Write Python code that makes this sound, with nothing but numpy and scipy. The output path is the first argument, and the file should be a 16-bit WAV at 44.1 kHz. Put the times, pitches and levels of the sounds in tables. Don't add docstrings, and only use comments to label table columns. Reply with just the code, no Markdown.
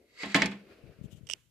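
import sys
import numpy as np
from scipy import signal
from scipy.fft import rfft, irfft
from scipy.io import wavfile

SR = 44100
rng = np.random.default_rng(int(sys.argv[2]) if len(sys.argv) > 2 else 0)


def to_wav(sig):
    pcm = np.clip(np.atleast_2d(sig), -1, 1) * 32767
    pcm = np.round(pcm).astype(np.int16)
    wavfile.write(sys.argv[1], SR, pcm.T)


N = 66150

# (time [s], level [dB], brightness [dB/octave], crack [dB], arm boom [dB])
BLOWS = [(0.2325, -13, -2, 4, -12.5), (0.2565, -23.5, 9, -22, 14), (0.2966, -28.5, 4.5, -2, 4),
         (0.3204, -26.5, 1.5, -14, -2), (0.3454, -8, 3, 13, -2), (0.3483, 1.5, -1.5, 4, 2.5),
         (0.3548, -7.5, 8.5, -8, 12), (0.3611, -11.5, 10.5, 0.5, 2), (0.4077, -14.5, -3, -23.5, 12.5),
         (0.413, -19, -3, -20, -10), (0.42, -6, 2, 11.5, 5), (0.4232, -9, -3.5, 9, -28),
         (0.4423, -17, -7.5, -20, 16), (0.4588, -21, 9.5, 14.5, 16), (0.512, -29, 9, -10, -3),
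         (0.5174, -23, -1.5, 4.5, 3.5)]
# (frequency [Hz], level [dB], t60 [s], pan [dB])
FRAME_MODES = [(480, -8, .22, 0), (654, -3, .26, 0), (765, -11, .28, 0), (1067, -1, .23, -4),
               (1484, -7, .27, -2), (1631, -8, .25, -2), (1744, -2, .17, -5), (1812, -2, .25, -3),
               (1976, 0, .16, -7), (2207, -1, .19, -3), (2350, -1, .21, 2), (2553, -2, .18, 1),
               (3319, -5, .13, -7), (4177, -8, .12, -5)]
# (frequency [Hz], level [dB], t60 [s])
ARM_MODES = [(72.4, -12.5, 0.15), (133, -15, 0.32), (183.6, -9.5, 0.34), (202, 1.5, 0.35),
             (272.4, -1.5, 0.16), (378.1, -6.5, 0.28)]
# (frequency [Hz], level [dB])
CROWD_COLOUR = [(60, -25.5), (250, -0.5), (500, -8), (850, -7), (1300, -10), (2100, -4), (3000, -4.5),
                (4900, -11.5), (6000, -26.5), (7300, -20), (8600, -32.5), (11000, -43), (14000, -48)]
# (frequency [Hz], level [dB])
CRACK_COLOUR = [(100, -14), (700, -17.5), (1400, -5), (2100, 11.5), (3000, -12.5), (5000, -11.5),
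                (7200, -19), (9000, -32.5), (14000, -55.5)]
# (time [s], level [dB])
SLIDE_LEVEL = [(0.05, -77.5), (0.15, -62.5), (0.19, -48.5), (0.225, -39.5), (0.27, -49), (0.32, -41.5),
               (0.342, -53), (0.40, -36.5), (0.46, -43.5), (0.5, -76), (0.58, -90)]
# (frequency [Hz], level [dB])
SLIDE_COLOUR = [(100, -31.5), (600, -6.5), (900, -13), (1600, -12), (2180, 4.5), (2650, -12.5), (4600, -8),
                (5800, -21), (7500, -18), (9000, -38), (14000, -53.5)]
# (time [s], level [dB], t60 [s], thud [dB])
SNAGS = [(1.2695, -44.5, 0.03, -9.5), (1.289, -43, 0.056, -4.5), (1.2991, -25.5, .012, -2),
         (1.3115, -24, 0.0067, -8.5), (1.321, -34.5, 0.013, -21.5), (1.3354, -30.5, 0.0031, 1)]
# (frequency [Hz], width [Hz], level [dB])
PORT_MODES = [(2896, 250, 7), (5720, 910, -1.5), (7950, 730, -2)]
# (frequency [Hz], level [dB])
PORT_COLOUR = [(300, 7), (1500, -6.5), (4200, 10), (8500, 0.5), (9500, -6.5), (14000, -14.5)]
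# (frequency [Hz], level [dB])
THUD_COLOUR = [(100, -1.5), (500, -1), (1100, -7), (2500, 2), (5000, -16), (12000, -41)]
# (time [s], level [dB], pitch [Hz])
BUMPS = [(0.837, -37, 130), (0.87, -46.5, 154), (0.897, -38, 119.6), (0.988, -39.5, 130.4),
         (1.012, -29, 150), (1.041, -29, 170), (1.055, -28.5, 126), (1.128, -34.5, 132.7),
         (1.147, -35.5, 122), (1.178, -42.5, 119), (1.21, -40.5, 141.7), (1.232, -35, 112)]
# (time [s], rub level [dB], rustle level [dB])
GRIP_LEVELS = [(0, -65.5, -82.5), (0.08, -74, -84), (0.5, -62.5, -63), (0.61, -61, -68), (0.72, -59, -63.5),
               (0.87, -61, -67.5), (1.03, -63, -70), (1.15, -65, -74), (1.24, -70.5, -80.5),
               (1.35, -68, -64), (1.42, -88.5, -77.5), (1.5, -91, -93.5)]
# (frequency [Hz], level [dB])
RUB_COLOUR = [(25, -35), (60, 0.5), (130, -14.5), (250, -2), (420, 2), (650, -6.5), (900, -25), (2000, -47)]
# (frequency [Hz], level [dB])
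RUSTLE_COLOUR = [(300, -29), (900, 3), (1400, 8.5), (2000, 6.5), (2600, 9), (3300, -0.5), (4600, -0.5),
                 (6000, -10.5), (9000, -17.5), (14000, -20)]
# (time [s], level [dB])
RUMBLE_LEVEL = [(0, -110), (0.1, -84), (0.82, -77), (0.86, -55.5), (0.94, -69), (1.03, -60.5),
                (1.24, -62.5), (1.4, -75), (1.5, -76.5)]
# (frequency [Hz], level [dB])
RUMBLE_COLOUR = [(40, -3.5), (130, 0), (220, -6.5), (1500, -59.5)]
# (peak time [s], level [dB], half length [s], pan [dB])
BRUSHES = [(1.049, -65, 0.011, 5), (1.126, -64.5, 0.013, 14.5), (1.172, -69.5, 0.013, 14),
           (1.359, -72.5, 0.087, -7.5)]
# (frequency [Hz], level [dB])
BRUSH_COLOUR = [(1500, -29), (3000, 5.5), (4500, -12.5), (7000, -3), (9500, -11), (14000, -14)]

FRAME_DB, ARM_DB, CROWD_DB, CRACK_DB, CLICK_DB = -32.5, -30.5, -20.5, -20, -8
CROWD_LOW_T60_S, CROWD_HIGH_T60_S, CROWD_SPLIT_HZ, CRACK_T60_S = 0.24, 0.078, 3100, 0.025
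FRAME_SWELL_S, ARM_SWELL_S = 0.00067, 0.002
FRAME_PAN_DB, RIGHT_MIC_LEAD_S = -0.5, 0.00006


def lever_knocks():
    t, out = clock(), np.zeros((2, N))
    mic_time = t + np.array([[0], [RIGHT_MIC_LEAD_S]])
    swell = 1 - np.exp(-t / FRAME_SWELL_S)
    modes = np.array([undb(db) * pan(pan_db) * fade(0, t60) * np.sin(2 * np.pi * hz * mic_time)
                      for hz, db, t60, pan_db in FRAME_MODES])
    octaves = np.log2(np.array(FRAME_MODES)[:, 0] / 2000)
    arm = sum(undb(db) * fade(0, t60) * np.sin(2 * np.pi * hz * t) for hz, db, t60 in ARM_MODES)
    arm *= 1 - np.exp(-t / ARM_SWELL_S)
    wash = white()
    low = signal.sosfiltfilt(signal.butter(2, CROWD_SPLIT_HZ, fs=SR, output="sos"), wash)
    high = wash - low
    crowd = undb(CROWD_DB) * swell * (low * fade(0, CROWD_LOW_T60_S) + high * fade(0, CROWD_HIGH_T60_S))
    chatter = undb(CRACK_DB) * fade(0, CRACK_T60_S)
    click = undb(CLICK_DB) * (t == 0)
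    for start, db, bright_db, crack_db, boom_db in BLOWS:
        crack = undb(crack_db) * shaped(chatter * white() + click, CRACK_COLOUR, bright_db)
        clack = pan(FRAME_PAN_DB) * (shaped(crowd, CROWD_COLOUR, bright_db) + crack)
        ring = np.tensordot(undb(FRAME_DB + bright_db * octaves), modes, 1)
        boom = undb(ARM_DB + boom_db) * arm
        out += undb(db) * delayed(clack + swell * (ring + boom), start)
    return out


def catch_slide(ring_t60=.04, squeak_hz=2170, squeak_db=-7, squeak_t60=.035):
    steel = noise(SLIDE_COLOUR) * fade(0, ring_t60)
    steel += undb(squeak_db) * fade(0, squeak_t60) * np.sin(2 * np.pi * squeak_hz * clock())
    slips = grains(per_s=3200, scatter_db=1)
    return pan(FRAME_PAN_DB) * curve(SLIDE_LEVEL) * unit(through(slips, steel))


def port_scratch(start_s=1.298, end_s=1.337, drag_db=-43, snap_db=-5, leak_db=-30, left_db=-19):
    t, f = clock(), freqs()
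    drag = undb(drag_db) * (t > start_s) * (t < end_s) * grains(per_s=2400, scatter_db=4.1)
    dull, thuds = noise(THUD_COLOUR), np.zeros((2, N))
    for start, db, t60, thud_db in SNAGS:
        drag += undb(db) * fade(start, t60) * rng.choice([-1, 1], N)
        thuds += undb(db + thud_db) * fade(start, t60) * dull
    drag[int(SNAGS[-1][0] * SR)] += undb(snap_db)
    port = sum(undb(db) / (1 + 1j * (f ** 2 - hz ** 2) / (f * width)) for hz, width, db in PORT_MODES)
    port += undb(leak_db) * f / (f + PORT_MODES[0][0])
    port /= np.sqrt(np.mean(abs(port) ** 2))
    air = shaped(irfft(rfft(drag) * port, N), PORT_COLOUR)
    return undb([[left_db], [0]]) * air + undb(-6.5) * pan(2.4) * thuds


def finger_bumps(rise_s=0.0022, right_db=-36):
    out = np.zeros((2, N))
    for start, db, hz in BUMPS:
        age = np.maximum(clock() - start, 0)
        pulse = age / rise_s * np.exp(1 - age / rise_s)
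        out += undb([[db], [db + right_db]]) * pulse * np.sin(2 * np.pi * hz * age)
    return out


def grip_noise():
    rub = pan(3) * curve(GRIP_LEVELS, column=1) * noise(RUB_COLOUR) * flicker(per_s=28)
    rustle = pan(1) * curve(GRIP_LEVELS, column=2) * noise(RUSTLE_COLOUR) * flicker(per_s=60)
    rumble = pan(14.5) * curve(RUMBLE_LEVEL) * noise(RUMBLE_COLOUR)
    return rub + rustle + rumble


def skin_brushes():
    skin = noise(BRUSH_COLOUR)
    return sum(undb(db) * pan(pan_db) * np.exp(-.5 * ((clock() - peak) / half) ** 2) * skin
               for peak, db, half, pan_db in BRUSHES)


def workshop_room(sound, first_echo_s=.008, t60=0.39, level_db=-19):
    tail = rng.standard_normal((2, N)) * fade(first_echo_s, t60)
    tail /= np.sqrt(np.sum(tail ** 2) / 2)
    return undb(level_db) * through(sound, tail)


def undb(db):
    return 10 ** (np.asarray(db) / 20)


def unit(x):
    return x / np.sqrt(np.mean(x ** 2))


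def pan(db):
    return undb(np.array([[db], [-db]]) / 2)


def clock():
    return np.arange(N) / SR


def freqs():
    return np.maximum(np.arange(N // 2 + 1) * SR / N, 1)


def curve(table, column=1):
    rows = np.array(table)
    return undb(np.interp(clock(), rows[:, 0], rows[:, column]))


def fade(start, t60):
    age = clock() - start
    return (age >= 0) * np.exp(-np.log(1000) * np.maximum(age, 0) / t60)


def flicker(per_s, depth_db=2):
    knots = rng.standard_normal(256)
    return undb(-depth_db * np.interp(clock() * per_s, np.arange(len(knots)), knots))


def grains(per_s, scatter_db):
    slips = rng.random(N) < per_s / SR
    return unit(slips * rng.choice([-1, 1], N) * undb(scatter_db * rng.exponential(size=N)))


def white(widen_hz=1110):
    f = freqs()
    mid, side = np.exp(2j * np.pi * rng.random((2, len(f))))
    return unit(irfft(mid + np.array([[1], [-1]]) * side * f / (f + widen_hz), N))


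def noise(colour):
    return unit(shaped(white(), colour))


def shaped(x, colour, tilt_db=0):
    f, points = freqs(), np.array(colour)
    db = np.interp(np.log(f), np.log(points[:, 0]), points[:, 1])
    db += tilt_db * np.log2(np.maximum(f, 500) / 2000)
    gain = undb(db) * np.minimum(f / points[0, 0], 1)
    cepstrum = irfft(np.log(unit(gain)), N)
    fold = np.r_[1, np.full(N // 2 - 1, 2), np.zeros(N - N // 2)]
    return irfft(rfft(x) * np.exp(rfft(cepstrum * fold)), N)


def through(x, response):
    return signal.fftconvolve(np.atleast_2d(x), response, axes=1)[:, :N]


def delayed(x, start):
    return np.pad(x, ((0, 0), (int(start * SR), 0)))[:, :N]


def scene(lever_pan_db=-0.5, hiss_db=-77):
    lever = pan(lever_pan_db) * (lever_knocks() + catch_slide())
    room = workshop_room(lever)
    handling = finger_bumps() + grip_noise() + skin_brushes() + port_scratch()
    hiss = undb(hiss_db) * rng.standard_normal((2, N))
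    return lever + room + handling + hiss


def record(dry, low_cut_hz=45, top_hz=14300):
    thinned = signal.sosfilt(signal.butter(2, low_cut_hz, "highpass", fs=SR, output="sos"), dry)
    return signal.sosfilt(signal.ellip(10, .2, 70, top_hz, fs=SR, output="sos"), thinned)


dry = scene()
out = record(dry)
to_wav(out)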